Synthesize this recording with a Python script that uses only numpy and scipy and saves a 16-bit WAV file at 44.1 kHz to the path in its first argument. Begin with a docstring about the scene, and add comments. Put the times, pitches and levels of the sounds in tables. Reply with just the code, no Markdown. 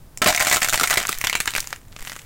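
"""Two hands crush a hollow shell of hard clay, close to the microphone in a small room.
Over a low rumble and hiss the crust snaps in quick runs: noise bursts coloured by a plate resonance.
The shell rings on, crumbs and chips grind as dense filtered clicks, and dull noise thuds mark the caving in.
Thin flakes tick off brightly and soft air puffs pass; after a rest the clay crackles faintly again.
The loudest cracks overload the microphone, which flattens their peaks."""
import sys
import numpy as np
from scipy import signal
from scipy.fft import rfft, irfft, next_fast_len
from scipy.io import wavfile

SR = 44100
rng = np.random.default_rng(int(sys.argv[2]) if len(sys.argv) > 2 else 0)


def persist_wave(psi):
    """Save psi, clipped to +-1, as 16-bit WAV."""
    counts = np.round(np.clip(psi, -1, 1) * 32767).astype(np.int16)
    wavfile.write(sys.argv[1], SR, np.atleast_2d(counts).T)


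N = 99225
CUTOFF_HZ = 15850   # top of the microphone's band

# Level of the grinding crumbs, which the chips follow: (t/s, level/dB)
GRINDING_LEVEL = [(.2, -92), (.23, -44), (.53, -27.5), (.6, -34.5), (.76, -38), (.93, -33.5), (1.17, -41),
                  (1.34, -42.5), (1.44, -42), (1.58, -41.5), (1.76, -48), (1.84, -70), (2.07, -41),
                  (2.25, -53)]


def from_db(db):
    """Decibels to gain."""
    return 10 ** (np.asarray(db) / 20)


def rms_one(x):
    """Scale to rms 1."""
    return x / np.sqrt(np.mean(x ** 2) + 1e-20)


def gain_curve(rows):
    """Gain at every sample, interpolated in dB from (t/s, level/dB) rows."""
    times, levels = np.transpose(rows)
    return from_db(np.interp(np.arange(N) / SR, times, levels))


def coloured(x, points):
    """Causal (minimum-phase) filter through (f/Hz, level/dB) points, built from the folded cepstrum."""
    size = 2 * next_fast_len(len(x))
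    hz, db = np.transpose(points)
    grid = np.maximum(np.arange(size // 2 + 1) * SR / size, 1)
    gain = from_db(np.interp(np.log(grid), np.log(hz), db))
    cepstrum = irfft(np.log(gain))
    cepstrum[1:size // 2] *= 2
    cepstrum[size // 2 + 1:] = 0
    response = np.exp(rfft(cepstrum))
    return irfft(rfft(x, size) * response)[:len(x)]


def resonance(x, hz, width_hz):
    """One two-pole resonance with gain close to 1 at its peak."""
    r = np.exp(-np.pi * width_hz / SR)
    zeros = np.array([1, 0, -1]) * (1 - r * r) / 2
    poles = [1, -2 * r * np.cos(2 * np.pi * hz / SR), r * r]
    return signal.lfilter(zeros, poles, x + 1e-18)


def air():
    """Steady rumble and hiss, with soft bell-shaped swells of pressure as the hands push air."""
    # Centres of the air puffs from the hands: (t/s)
    puff_times = [0.746, 1.176, 1.591, 2.017]
    # Colour of the room rumble and hiss: (f/Hz, level/dB)
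    floor_colour = [(20, 5.5), (60, -8), (115, -3), (200, -14.5), (1000, -25.5), (3000, -35.5),
                    (15500, -35.5)]
    puff_s, puff_db, floor_db = 0.0096, -26.5, -43.5
    t = np.arange(N) / SR
    puffs = sum(np.exp(-.5 * ((t - s) / puff_s) ** 2) for s in puff_times)
    floor = rms_one(coloured(rng.standard_normal(N), floor_colour))
    return from_db(puff_db) * puffs + from_db(floor_db) * floor


def crack(s, db, treble_db, plate_hz, size=2048, jump_count=12, facet_count=16):
    """The clay snaps and splinters, coloured by the plate that gives way and by its ragged edge."""
    # Colour of the breaking crust: (f/Hz, level/dB)
    crust_colour = [(100, -6.5), (300, -10.5), (520, -7.5), (680, -6), (1350, -0.5), (2200, 0),
                    (3200, -3.5), (5000, -3), (7300, 2.5), (10500, -8), (15500, -9.5)]
    snap_s, doubling_db, medium_db = 0.0015, 16.5, -10.5   # stronger cracks run longer
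    first_break = 1.58   # opening pulse, relative to the rms of the noise
    splinter_s, splinter_db, splinter_spread_db = 0.0092, -12, 9
    halving_s = 1.15   # cracks get shorter as the pieces get smaller
    plate_q = 5.4   # each plate rings briefly at its own pitch
    split_hz, facet_spread_db = 4230, 2.5   # every broken edge has its own uneven treble

    t = np.arange(size) / SR
    snap_decay = snap_s * 2 ** ((db - medium_db) / doubling_db - s / halving_s)
    splinter_decay = splinter_s * 2 ** (-s / halving_s)
    grain = rng.standard_normal(size)
    snap = grain * np.exp(-t / snap_decay)
    snap[0] = first_break

    # the splintering jumps to a new level every few samples
    jumps = np.repeat(np.clip(rng.standard_normal(size), -2, 2), jump_count)[:size]
    splinters = rms_one(grain * from_db(splinter_spread_db * jumps))
    force = snap + from_db(splinter_db) * splinters * np.exp(-t / splinter_decay)
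    plate = resonance(force, plate_hz, plate_hz / plate_q)
    sound = coloured(force + plate, crust_colour)

    low = signal.butter(3, split_hz, "low", fs=SR, output="sos")
    high = signal.butter(3, split_hz, "high", fs=SR, output="sos")
    body, treble = signal.sosfilt(low, sound), signal.sosfilt(high, sound)
    facet_hz = np.linspace(split_hz, CUTOFF_HZ, facet_count)
    facets = np.c_[facet_hz, facet_spread_db * rng.standard_normal(facet_count)]
    sound = rms_one(body) + from_db(treble_db) * rms_one(coloured(treble, facets))
    opening = t < .003   # the strength is set over the first 3 ms
    return from_db(db) * sound / np.std(sound[opening])


def cracks(rows):
    """Place each crack of the broken clay at its moment."""
    out = np.zeros(N + SR)
    for s, db, treble_db, plate_hz in rows:
        sound = crack(s, db, treble_db, plate_hz)
        start = int(s * SR)
        out[start:start + len(sound)] += sound
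    return out[:N]


def shell(breaking):
    """The hollow shell is struck by the breaking and rings in its modes, less as it caves in."""
    # Ringing modes of the shell: (f/Hz, level/dB)
    modes = [(305, -0.5), (626, 7), (710, 7.5), (797, 0.5), (1040, -4.5), (1306, -2)]
    # How hard the breaking drives the ringing: (t/s, level/dB)
    hollowness = [(.25, 4), (1.3, -17.5), (2.2, -62)]
    t60_s = .11
    width_hz = np.log(1000) / (np.pi * t60_s)
    drive = breaking * gain_curve(hollowness)
    return sum(from_db(db) * resonance(drive, hz, width_hz) for hz, db in modes)


def room(x):
    """A short diffuse tail from the table and walls: convolution with decaying noise."""
    # Colour of the room's tail: (f/Hz, level/dB)
    tail_colour = [(500, -4.5), (2300, -3.5), (4000, -4), (15500, -1.5)]
    t60_s, room_db, delay_s = 0.13, -14, 0.00425
    t = np.arange(SR // 2) / SR
    decay = from_db(-60 * t / t60_s) * (t > delay_s)
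    tail = coloured(rng.standard_normal(len(t)) * decay, tail_colour)
    tail = tail / np.linalg.norm(tail)
    return from_db(room_db) * signal.fftconvolve(x, tail)[:N]


def chips(count=80):
    """Small cracks at random moments, their strength following the grinding around them."""
    over_grinding_db, spread_db, middle_hz = 10.5, 1.5, 2200
    s = rng.uniform(GRINDING_LEVEL[0][0], N / SR, count)
    strength, brightness, pitch = rng.standard_normal((3, count))
    grinding_db = np.interp(s, *np.transpose(GRINDING_LEVEL))
    db = grinding_db + over_grinding_db + spread_db * strength
    plate_hz = middle_hz * 2 ** (.5 * pitch)   # pitch scatters by half an octave
    return cracks(zip(s, db, spread_db * brightness, plate_hz))


def crumbs(count=12):
    """Broken edges grind: dense tiny clicks of uneven size, dealt at random to a set of pitches."""
    # Colour of the crumbs: (f/Hz, level/dB)
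    crumb_colour = [(200, -10.5), (2000, 3), (4200, -5.5), (7500, -2.5), (10500, -3.5), (15500, -2.5)]
    crumbs_per_s, spread_db = 3100, 1
    low_hz, high_hz, crumb_q = 900, 12900, 0.75
    size_db = spread_db * np.minimum(rng.exponential(1, N), 5)
    sizes = from_db(size_db) * rng.choice([-1, 1], N)
    clicks = sizes * (rng.random(N) < crumbs_per_s / SR)
    dealt = rng.integers(0, count, N)
    pitches = np.geomspace(low_hz, high_hz, count)
    grains = sum(resonance(clicks * (dealt == k), hz, hz / crumb_q) for k, hz in enumerate(pitches))
    return gain_curve(GRINDING_LEVEL) * rms_one(coloured(grains, crumb_colour))


def thuds():
    """The wall gives way with dull, quickly dying bursts of low resonant noise."""
    # Thuds of the caving shell, level ahead of the last resonance: (t/s, level/dB)
    thud_events = [(0.2173, -20), (0.2597, -11), (0.81, -21.5), (0.971, -26), (1.093, -29.5)]
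    thud_hz, width_hz, decay_s = 131, 325, 0.012
    t = np.arange(N) / SR
    envelope = sum(from_db(db) * (t > s) * np.exp(-np.abs(t - s) / decay_s) for s, db in thud_events)
    rumble = rms_one(resonance(rng.standard_normal(N), thud_hz, width_hz))
    return resonance(envelope * rumble, thud_hz, 2 * width_hz)   # softens the onsets


def flakes(size=256):
    """Thin flakes chip off: each a dry, bright noise tick ringing at a high pitch of its own."""
    # Ticks of the flakes: (t/s, peak level/dB)
    flake_events = [(.438, -15), (.6055, -13), (.6749, -15), (.8947, -14), (1.0252, -24), (1.0703, -3),
                    (1.1862, -11), (1.5069, -12.5), (1.544, -17), (1.577, -8)]
    middle_hz, flake_q, decay_s = 8400, 1.3, .0004
    out = np.zeros(N + size)
    t = np.arange(size) / SR
    for s, db in flake_events:
        hz = middle_hz * 2 ** (rng.random() - .5)   # within half an octave either way
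        burst = rng.standard_normal(size) * np.exp(-t / decay_s)
        tick = resonance(burst, hz, hz / flake_q)
        start = int(s * SR)
        out[start:start + size] += from_db(db) * tick / np.abs(tick).max()
    return out[:N]


def scene():
    """The breaking crust, its ringing shell and the room."""
    # Cracks in the crust: (t/s, strength level/dB, treble over body level/dB, breaking plate f/Hz)
    crust_cracks = [(0.1743, -26, 11.5, 2390), (0.2183, -3, -8, 1290), (0.2235, -8, -8, 1140),
                    (0.2434, -14, 1, 3280), (0.2605, -2.5, -27, 1030), (0.2655, -7.5, -5, 663),
                    (0.2723, 2.5, -3.5, 1820), (0.2835, 1.5, -3, 1880), (0.2959, -15, 8, 1830),
                    (0.303, -9.5, -2, 800), (0.3258, -16.5, -4, 1530), (0.3477, -9.5, -5, 1940),
                    (0.3618, -15, 17, 2000), (0.3757, -10, -12, 2100), (0.3962, -15, 4, 2200),
                    (0.4015, -9.5, -2, 1810), (0.4079, -2, -9.5, 2200), (0.4238, -10, 0, 1580),
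                    (0.4493, -16, 2, 3070), (0.4596, -21, -8, 2400), (0.4694, -5.5, -3, 2070),
                    (0.4831, -13, 2, 2150), (0.4975, -8, 11, 3050), (0.5128, -3, -9, 1860),
                    (0.5251, 3.5, 2.5, 1860), (0.53, -8, -14, 1840), (0.5449, -4.5, 5, 2230),
                    (0.5606, -11, -1.5, 2950), (0.568, -8.5, -1, 1300), (0.6188, -6.5, -4.5, 2150),
                    (0.6293, -6, 0.5, 1900), (0.6455, -6.5, -1, 2200), (0.663, -24, -9, 1660),
                    (0.6862, -9, 0, 1450), (0.6951, -9, 7, 3460), (0.7266, -14, -7, 1550),
                    (0.7323, -6.5, 0.5, 2200), (0.7415, -4, -2, 930), (0.7571, -15.5, 6, 3030),
                    (0.7763, -12, -2, 1730), (0.7976, -8, -0.5, 1430), (0.8105, -4, -3, 1350),
                    (0.8332, -4, -2, 1340), (0.8379, -5.5, -4.5, 1350), (0.8738, -12, 0, 2200),
                    (0.8989, -17.5, -1, 1350), (0.9061, -5.5, 0.5, 2030), (0.91, -2.5, -5, 1450),
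                    (0.9283, -10, -11, 1430), (0.9393, -9, -1, 1340), (0.9584, -17.5, -6, 2020),
                    (0.9729, 1, -8, 2100), (0.98, -12, 2, 2250), (1.0023, -20, -9.5, 3730),
                    (1.0132, -24, -19, 1370), (1.036, -25.5, -26, 1120), (1.0522, -18.5, -17, 1600),
                    (1.0814, -27, -5, 1550), (1.0913, -7, -0.5, 1270), (1.1202, -24, 2, 3700),
                    (1.1278, -17, -3, 2320), (1.2135, -15.5, -0.5, 1920), (1.2407, -8.5, -12, 2630),
                    (1.246, -14, -1, 2510), (1.2701, -6, -5, 3080), (1.2974, -8, -5.5, 2140),
                    (1.3285, -13.5, -10, 2830), (1.3417, -25, -15, 1900), (1.3523, -2.5, -6, 2280),
                    (1.3734, -32, 5, 2320), (1.4026, -7, 1.5, 2440), (1.4582, -21.5, 2.5, 1310),
                    (1.4758, -6.5, -13.5, 2310), (1.5372, -24, -9, 2400), (1.5511, -10.5, -6.5, 2410),
                    (1.5626, -11.5, -5.5, 2640), (1.5812, -14.5, -9, 2220), (1.6038, -17, 20, 2340),
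                    (1.6731, -25.5, 7, 2780), (1.7283, -18, -16, 850), (1.9264, -42.5, -13, 2000),
                    (1.9641, -31, -9, 1300), (2.0072, -37, -3, 2000), (2.0735, -28, -20, 2970),
                    (2.0971, -27.5, -6, 1950), (2.1188, -27.5, -5, 1850), (2.164, -29.5, -4, 1240)]
    breaking = cracks(crust_cracks) + flakes() + chips() + crumbs()
    clay = breaking + shell(breaking) + thuds()
    return (clay + room(clay) + air())[None]


def record(dry):
    """Overload flattens the loud cracks in the microphone, then a steep low-pass cuts the top."""
    ceiling, knee = 0.28, 6.7   # a higher knee bends more abruptly
    flattened = dry / (1 + np.abs(dry / ceiling) ** knee) ** (1 / knee)
    low_pass = signal.ellip(10, .1, 80, CUTOFF_HZ, fs=SR, output="sos")
    return signal.sosfilt(low_pass, flattened)


dry = scene()
out = record(dry)
persist_wave(out)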